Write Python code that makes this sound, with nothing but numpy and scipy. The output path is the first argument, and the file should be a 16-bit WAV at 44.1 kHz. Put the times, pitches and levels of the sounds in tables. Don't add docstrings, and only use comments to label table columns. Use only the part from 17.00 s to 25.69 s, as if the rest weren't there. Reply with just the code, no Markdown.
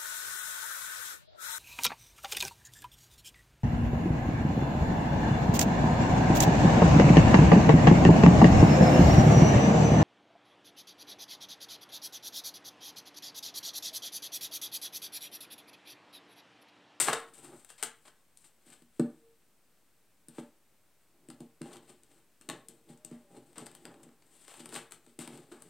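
import sys
import numpy as np
from scipy import signal
from scipy.fft import rfft, irfft, next_fast_len
from scipy.io import wavfile

SR = 44100
rng = np.random.default_rng(int(sys.argv[2]) if len(sys.argv) > 2 else 0)


def transcribe(signal):
    frames = np.atleast_2d(signal).T
    limited = np.clip(frames, -1, 1)
    pcm = np.round(limited * 32767).astype(np.int16)
    wavfile.write(sys.argv[1], SR, pcm)


N = 383421


def from_db(db):
    return 10 ** (np.asarray(db) / 20)


def rms_one(x):
    return x / np.sqrt(np.mean(x ** 2) + 1e-20)


def at_hz(points, hz):
    points_hz, values = np.array(points).T
    return np.interp(np.log(np.maximum(hz, 1)), np.log(points_hz), values)


def band(x, low_hz, high_hz, order=2):
    edges_hz = [low_hz, min(high_hz, .45 * SR)]
    return signal.sosfilt(signal.butter(order, edges_hz, "band", fs=SR, output="sos"), x)


def by_frequency(x, gain):
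    size = next_fast_len(N)
    hz = np.arange(size // 2 + 1) * SR / size
    return irfft(rfft(x, size) * gain(hz), size)[:N]


def add(track, start_s, piece):
    at = round(start_s * SR)
    track[at:at + len(piece)] += piece[:N - at]


def ring(push, hz, t60_s):
    radius, angle = from_db(-60 / (t60_s * SR)), 2 * np.pi * hz / SR
    poles = [1, -2 * radius * np.cos(angle), radius * radius]
    return signal.lfilter([0, np.sin(angle)], poles, push + 1e-18)


def table(push, ring_share=0.55):
    # frequency in Hz, relative level in dB, free t60 in s.
    table_modes = [(157.6, -9.5, 0.3), (239.4, -2.5, 0.29), (319.4, 2.5, 0.16), (460, -3.5, 0.17),
                   (587.2, -10, 0.23), (777, -8, 0.054), (780, -20.5, 0.47), (870, -29, 0.35),
                   (950, -15.5, 0.12), (1189, -25, 0.078)]
    out = 0
    for k, (hz, level_db, t60_s) in enumerate(table_modes):
        out = out + from_db(level_db) * (-1) ** k * ring(push, hz, ring_share * t60_s)
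    return out


def with_papery(bright_db, dull_db):
    papery_share, heaviest_db = 0.46, -3.5
    papery_db = bright_db + papery_share * min(dull_db - bright_db, heaviest_db)
    return [bright_db, papery_db, dull_db]


def card_bands(layers, trims_db):
    bright, papery, dull = from_db(trims_db)[:, None] * layers
    return band(bright, 4450, 15000, order=1), band(papery, 1550, 4250), band(dull, 475, 1484)


def grains(per_s, spread_db):
    sizes_db = spread_db * np.minimum(rng.exponential(1, N), 5)
    sizes = from_db(sizes_db) * rng.choice([-1, 1], N)
    clicks = sizes * (rng.random(N) < per_s / SR)
    return rms_one(rms_one(clicks) + .9 * rng.standard_normal(N))


def clumps(per_s, depth_db):
    knots = rng.standard_normal(round(N / SR * per_s) + 2)
    level = np.interp(np.arange(N) * per_s / SR, np.arange(len(knots)), knots)
    return from_db(depth_db * level)


def pressure():
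    # full pressure in s, rise in s, fall in s, then relative levels
    # in dB of hiss, rustle of the pile, rumble in the table.
    sliding = [(0.032, 0.58, 0.067, -15.5, -31, -37), (0.15, .05, 0.19, -41, -45, -46),
               (0.085, 0.03, 0.086, -34, -24.5, -40), (0.46, 0.22, 0.16, -63.5, -71, -75),
               (0.538, 0.36, 0.075, -69, -53.5, -46), (1.078, 0.072, 0.063, -55.5, -61, -61),
               (1.454, .12, 0.095, -53.5, -72, -68), (1.72, 0.14, 0.14, -51, -59.5, -56.5),
               (1.971, 0.14, 0.43, -62.5, -73, -72), (3.386, 0.071, 0.13, -53, -58.5, -66),
               (4.26, 0.32, 0.063, -80, -85, -62), (4.76, 0.23, 0.045, -60, -59.5, -51),
               (4.904, 0.083, 0.07, -54.5, -61, -52.5), (5.151, 0.45, 0.29, -66.5, -74, -62.5),
               (5.907, .07, 0.099, -58.5, -64.5, -49.5), (6.126, 0.17, 0.15, -62, -56.5, -57),
               (6.368, 0.2, 0.097, -60.5, -62.5, -44.5), (6.72, 0.68, 0.79, -60, -70.5, -54.5),
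               (7.37, 0.14, 0.81, -54, -70.5, -64.5), (7.51, 0.12, 0.15, -52, -55, -62.5),
               (7.63, .1, 0.45, -69, -76, -50.5), (7.755, 0.084, 0.11, -38.5, -42, -48),
               (8.098, 0.14, 0.078, -63, -70, -63), (8.31, 0.12, 0.34, -54, -58, -42.5),
               (8.69, 0.15, 0.094, -57, -72, -52)]
    # full pressure in s, fall in s, then relative
    # levels in dB of hiss, rustle, rumble.
    settling = [(0.338, 1, -53, -74, -80), (0.838, 0.089, -32, -55, -51), (3.295, .12, -63, -63, -56.5),
                (4.301, 0.13, -56, -70, -43), (4.405, 0.1, -62.5, -71, -45.5),
                (4.629, 0.3, -57, -56, -43.5), (5.42, 0.24, -66, -73, -58),
                (5.5, 0.16, -49.5, -52.5, -38.5), (5.69, 0.21, -57, -70, -52),
                (6.048, 0.021, -52, -58, -46), (6.579, 0.13, -53.5, -51, -39.5),
                (6.862, 0.35, -71, -53, -46), (7.916, 0.061, -46.5, -68, -52.5),
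                (8.195, 0.21, -42, -48, -46.5), (8.52, 0.2, -56.5, -51.5, -51)]
    settle_rise_s = 0.0069
    swing_db = 30
    strokes = list(sliding) + [(s, settle_rise_s, *rest) for s, *rest in settling]

    gains, t = np.zeros((4, N)), np.arange(N) / SR
    for full_s, rise_s, fall_s, hiss_db, rustle_db, rumble_db in strokes:
        first = max(round((full_s - 2 * rise_s) * SR), 0)
        near = slice(first, round((full_s + 2 * fall_s) * SR))
        away = np.maximum((full_s - t[near]) / rise_s, (t[near] - full_s) / fall_s)
        levels_db = [*with_papery(hiss_db, rustle_db), rumble_db]
        gains[:, near] += np.outer(from_db(levels_db), from_db(-swing_db * away))
    return gains


def slides(rumble_trim_db=-8):
    rubbing = np.array([grains(per_s=3000, spread_db=3),
                        grains(per_s=1200, spread_db=3.5),
                        grains(per_s=600, spread_db=3.5)])
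    knocks = band(grains(per_s=290, spread_db=2.5), 140, 900)
    rumble = rms_one(table(knocks, ring_share=0.054)) * from_db(rumble_trim_db)
    layers = [*card_bands(rubbing, trims_db=[-14, -1.5, 5]), rumble]
    return clumps(per_s=60, depth_db=3) * np.sum(layers * pressure(), axis=0)


def brushes(rise_s=0.0021):
    # start in s, relative bright level in dB, relative dull level in dB,
    # length in ms (Gaussian fall to 1/e).
    rubs = [(0.0716, -29.5, -36.5, 35), (0.1284, -20, -23, 10), (0.3338, -47, -75, 32),
            (0.6892, -42.5, -65, 39), (0.7783, -47.5, -59.5, 130), (1.052, -52, -53.5, 15),
            (1.0796, -49, -50, 7.7), (1.4412, -50, -61, 9.9), (3.381, -48.5, -44.5, 12),
            (4.7286, -40, -52, 13.4), (5.8881, -55, -69, 20), (6.556, -51, -51.5, 38),
            (6.6586, -33.5, -70, 8.8), (6.94, -53, -54, 6), (7.03, -41.5, -66, 9.8), (7.088, -56, -55, 4.9),
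            (7.221, -54, -60, 6), (7.5924, -40, -54, 25), (8.5227, -67, -51, 8.8)]
    size = 3000
    layers, t = np.zeros((3, N)), np.arange(size) / SR
    shape = (len(rubs), 3, size)
    grit = rng.standard_normal(shape) * rng.exponential(1, shape)
    for (start_s, *ends_db, length_ms), bursts in zip(rubs, grit):
        stroke = np.minimum(t / rise_s, 1) * np.exp(-(t * 1000 / length_ms) ** 2)
        for layer, level_db, burst in zip(layers, with_papery(*ends_db), bursts):
            add(layer, start_s, from_db(level_db) * burst * stroke)
    return sum(card_bands(layers, trims_db=[-22, -3.5, 4]))


def thuds(push_trim_db=-8):
    # start in s, relative level in dB, contact in ms (five times the push's time constant).
    landings = [(0.078, -28, 1.2), (0.519, -54, 1.1), (0.829, -42.5, 1.6), (1.664, -49, 1.8),
                (1.817, -45, 2.8), (1.994, -10, 1.6), (3.281, -33, 4.7), (3.382, -28, 0.61),
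                (3.392, -41, 0.83), (4.284, -32, 3), (4.3, -47, 1.9), (4.402, -28.5, 3.2),
                (4.418, -55, 1.8), (4.61, -22.5, 3.1), (4.629, -34.5, 2.2), (5.406, -52.5, 1.7),
                (5.485, -31.5, 1.6), (5.895, -26.5, 5.9), (6.045, -38.5, 3), (6.112, -26, 3.4),
                (6.129, -40, 2.8), (6.344, -50.5, 1.6), (6.571, -45, 1.5), (6.849, -40, 0.84),
                (6.941, -54, 2.6), (7.023, -43, 3.8), (7.063, -43, 1.5), (7.599, -37.5, 1.9),
                (7.727, -38, 1), (8.07, -47.5, 1.2), (8.186, -27.5, 2.3), (8.275, -35, 1.6),
                (8.518, -42, 2.4), (8.61, -58, 1.7)]
    push, t = np.zeros(N), np.arange(800) / SR
    for start_s, level_db, contact_ms in landings:
        shape = t * np.exp(-t * 5000 / contact_ms)
        add(push, start_s, from_db(level_db + push_trim_db) * shape / shape.sum())
    return table(push)


def snaps(click_size=1.3, crackle=.9):
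    # start in s, relative level in dB of the bright edge, of the dull slap of the card face.
    edge_snaps = [(0.2014, -41, -53), (0.4455, -46, -59), (0.6472, -38.5, -56), (0.7023, -39, -47.5),
                  (0.827, -19.5, -26.5), (0.8343, -21, -31), (1.3727, -40.5, -78), (1.702, -47, -63),
                  (1.822, -53.5, -65), (1.9963, -33, -30), (3.2847, -37, -66), (3.2917, -54, -60),
                  (4.2868, -43, -59), (4.3018, -37.5, -48), (4.405, -42.5, -62), (4.6164, -35, -46.5),
                  (4.7583, -46.5, -48), (4.7685, -43, -53), (4.8955, -60, -68), (5.0344, -49, -68.5),
                  (5.412, -46, -55), (5.4202, -48, -61), (5.4893, -28.5, -33.5), (5.4988, -28.5, -31),
                  (5.6852, -31.5, -90), (5.975, -53, -70), (6.0486, -31.5, -68), (6.114, -52, -60),
                  (6.3712, -52, -54), (6.5302, -53, -65), (6.5818, -32, -43.5), (6.666, -37.5, -41.5),
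                  (6.7145, -45, -57), (6.7506, -36, -55.5), (6.8535, -36.5, -38.5), (7.352, -53, -63),
                  (7.4804, -41.5, -45), (7.515, -51, -45.5), (7.5408, -42.5, -45), (7.6054, -56, -64),
                  (7.6576, -34, -41.5), (7.691, -42, -47), (7.7252, -40, -39), (7.7423, -34, -43),
                  (7.7538, -35, -36), (7.7616, -29.5, -35.5), (7.91, -46, -54), (7.921, -33.5, -45),
                  (8.0643, -52, -54.5), (8.1902, -33, -42), (8.212, -50, -57), (8.2758, -35, -40.5),
                  (8.375, -43, -51.5), (8.622, -39, -54)]
    size = 1200
    layers, t = np.zeros((3, N)), np.arange(size) / SR
    fades = np.exp(-t / np.array([[.0017], [.0022], [.005]]))
    noise = rng.standard_normal((len(edge_snaps), 3, size))
    for (start_s, *ends_db), bursts in zip(edge_snaps, noise):
        for layer, level_db, burst, fade in zip(layers, with_papery(*ends_db), bursts, fades):
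            add(layer, start_s, from_db(level_db) * (crackle * burst * fade + click_size * (t == 0)))
    return sum(card_bands(layers, trims_db=[-9, 2, 8]))


def tones():
    # start in s, length in s, frequency in Hz, rms level at the top of the swell in dB.
    swelling_sines = [(2.204, 0.18, 458, -64), (5.607, 0.33, 460, -70.5), (5.974, 0.32, 614, -68.5),
                      (6.228, 0.11, 576, -71), (6.26, 0.19, 802, -73)]
    rise_share = 0.28
    out = np.zeros(N)
    for start_s, length_s, hz, level_db in swelling_sines:
        t = np.arange(round(length_s * SR)) / SR
        swell = np.sin(np.pi / 2 * np.interp(t / length_s, [0, rise_share, 1], [0, 1, 0]))
        add(out, start_s, np.sqrt(2) * from_db(level_db) * swell * np.sin(2 * np.pi * hz * t))
    return out


def room_tone(level_db=-71.5):
    # frequency in Hz, relative spectral density in dB.
    air_spectrum = [(60, 7.5), (150, -0.5), (400, -4), (1000, -10), (2500, -14.5), (6000, -30.5),
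                    (12000, -31.5)]
    white = rng.standard_normal(N)
    return from_db(level_db) * rms_one(by_frequency(white, lambda hz: from_db(at_hz(air_spectrum, hz))))


def echoes(x, first_echo_s=0.0048):
    # frequency in Hz, t60 in s.
    room_decay = [(100, 0.22), (260, 0.28), (700, 0.29), (1840, 0.37), (4850, 0.21), (12800, 0.11)]
    t = np.arange(SR // 2) / SR
    white = rng.standard_normal((2, len(t)))
    tail = np.zeros(len(t))
    for k, low_hz in enumerate(60 * 2 ** np.arange(9)):
        t60_s = at_hz(room_decay, np.sqrt(2) * low_hz)
        tail += band(white[k % 2], low_hz, 2 * low_hz) * from_db(-60 * t / t60_s)
    tail = tail * (t > first_echo_s)
    return signal.fftconvolve(x, tail / np.sqrt(np.sum(tail ** 2)))[:N]


def scene():
    room_db, room_side_db = -7, -41
    mode_hz, mode_db, mode_t60_s = 458, -52.5, 0.4
    paper = snaps() + brushes() + slides()
    cards = paper + thuds()
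    standing_wave = from_db(mode_db) * ring(paper, mode_hz, mode_t60_s)
    mid = cards + from_db(room_db) * echoes(cards) + standing_wave + tones() + room_tone()
    side = from_db(room_side_db) * echoes(cards)
    return np.array([mid + side, mid - side])


def port(x):
    dip_hz, dip_width_hz, dip_share = 6300, 3230, 0.4
    port_hz, port_width_hz = 8250, 1064
    x = x - dip_share * signal.lfilter(*signal.iirpeak(dip_hz, dip_hz / dip_width_hz, fs=SR), x)
    radius = np.exp(-np.pi * port_width_hz / SR)
    poles = [1, -2 * radius * np.cos(2 * np.pi * port_hz / SR), radius * radius]
    return signal.lfilter([sum(poles)], poles, x)


def record(dry):
    # frequency in Hz, side over mid as a ratio.
    left_lean = [(1500, 0.01), (2200, 0.15), (4400, 0.21), (6300, 0.53), (7800, 0.73), (9200, 0.29),
                 (10500, .04), (12000, 0.099), (14000, -0.018)]
    bass_cut_hz, top_cut_hz = 117, 16250
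    hiss_db, hiss_side_db, drift_db, offset = -74, -7, -85.5, -.0004

    bass_cut = signal.butter(4, bass_cut_hz, "high", fs=SR, output="sos")
    left, right = port(signal.sosfilt(bass_cut, dry))
    mid = (left + right) / 2
    side = (left - right) / 2 + by_frequency(mid, lambda hz: at_hz(left_lean, hz))

    drift = from_db(drift_db) * rms_one(band(rng.standard_normal((2, N)), 8, 82))
    noise = from_db(hiss_db) * rng.standard_normal((2, N)) + drift
    mid = mid + noise[0] + offset
    side = side + from_db(hiss_side_db) * noise[1]

    top_cut = signal.cheby2(16, 50, top_cut_hz, fs=SR, output="sos")
    return signal.sosfilt(top_cut, [mid + side, mid - side])


dry = scene()
out = record(dry)
transcribe(out)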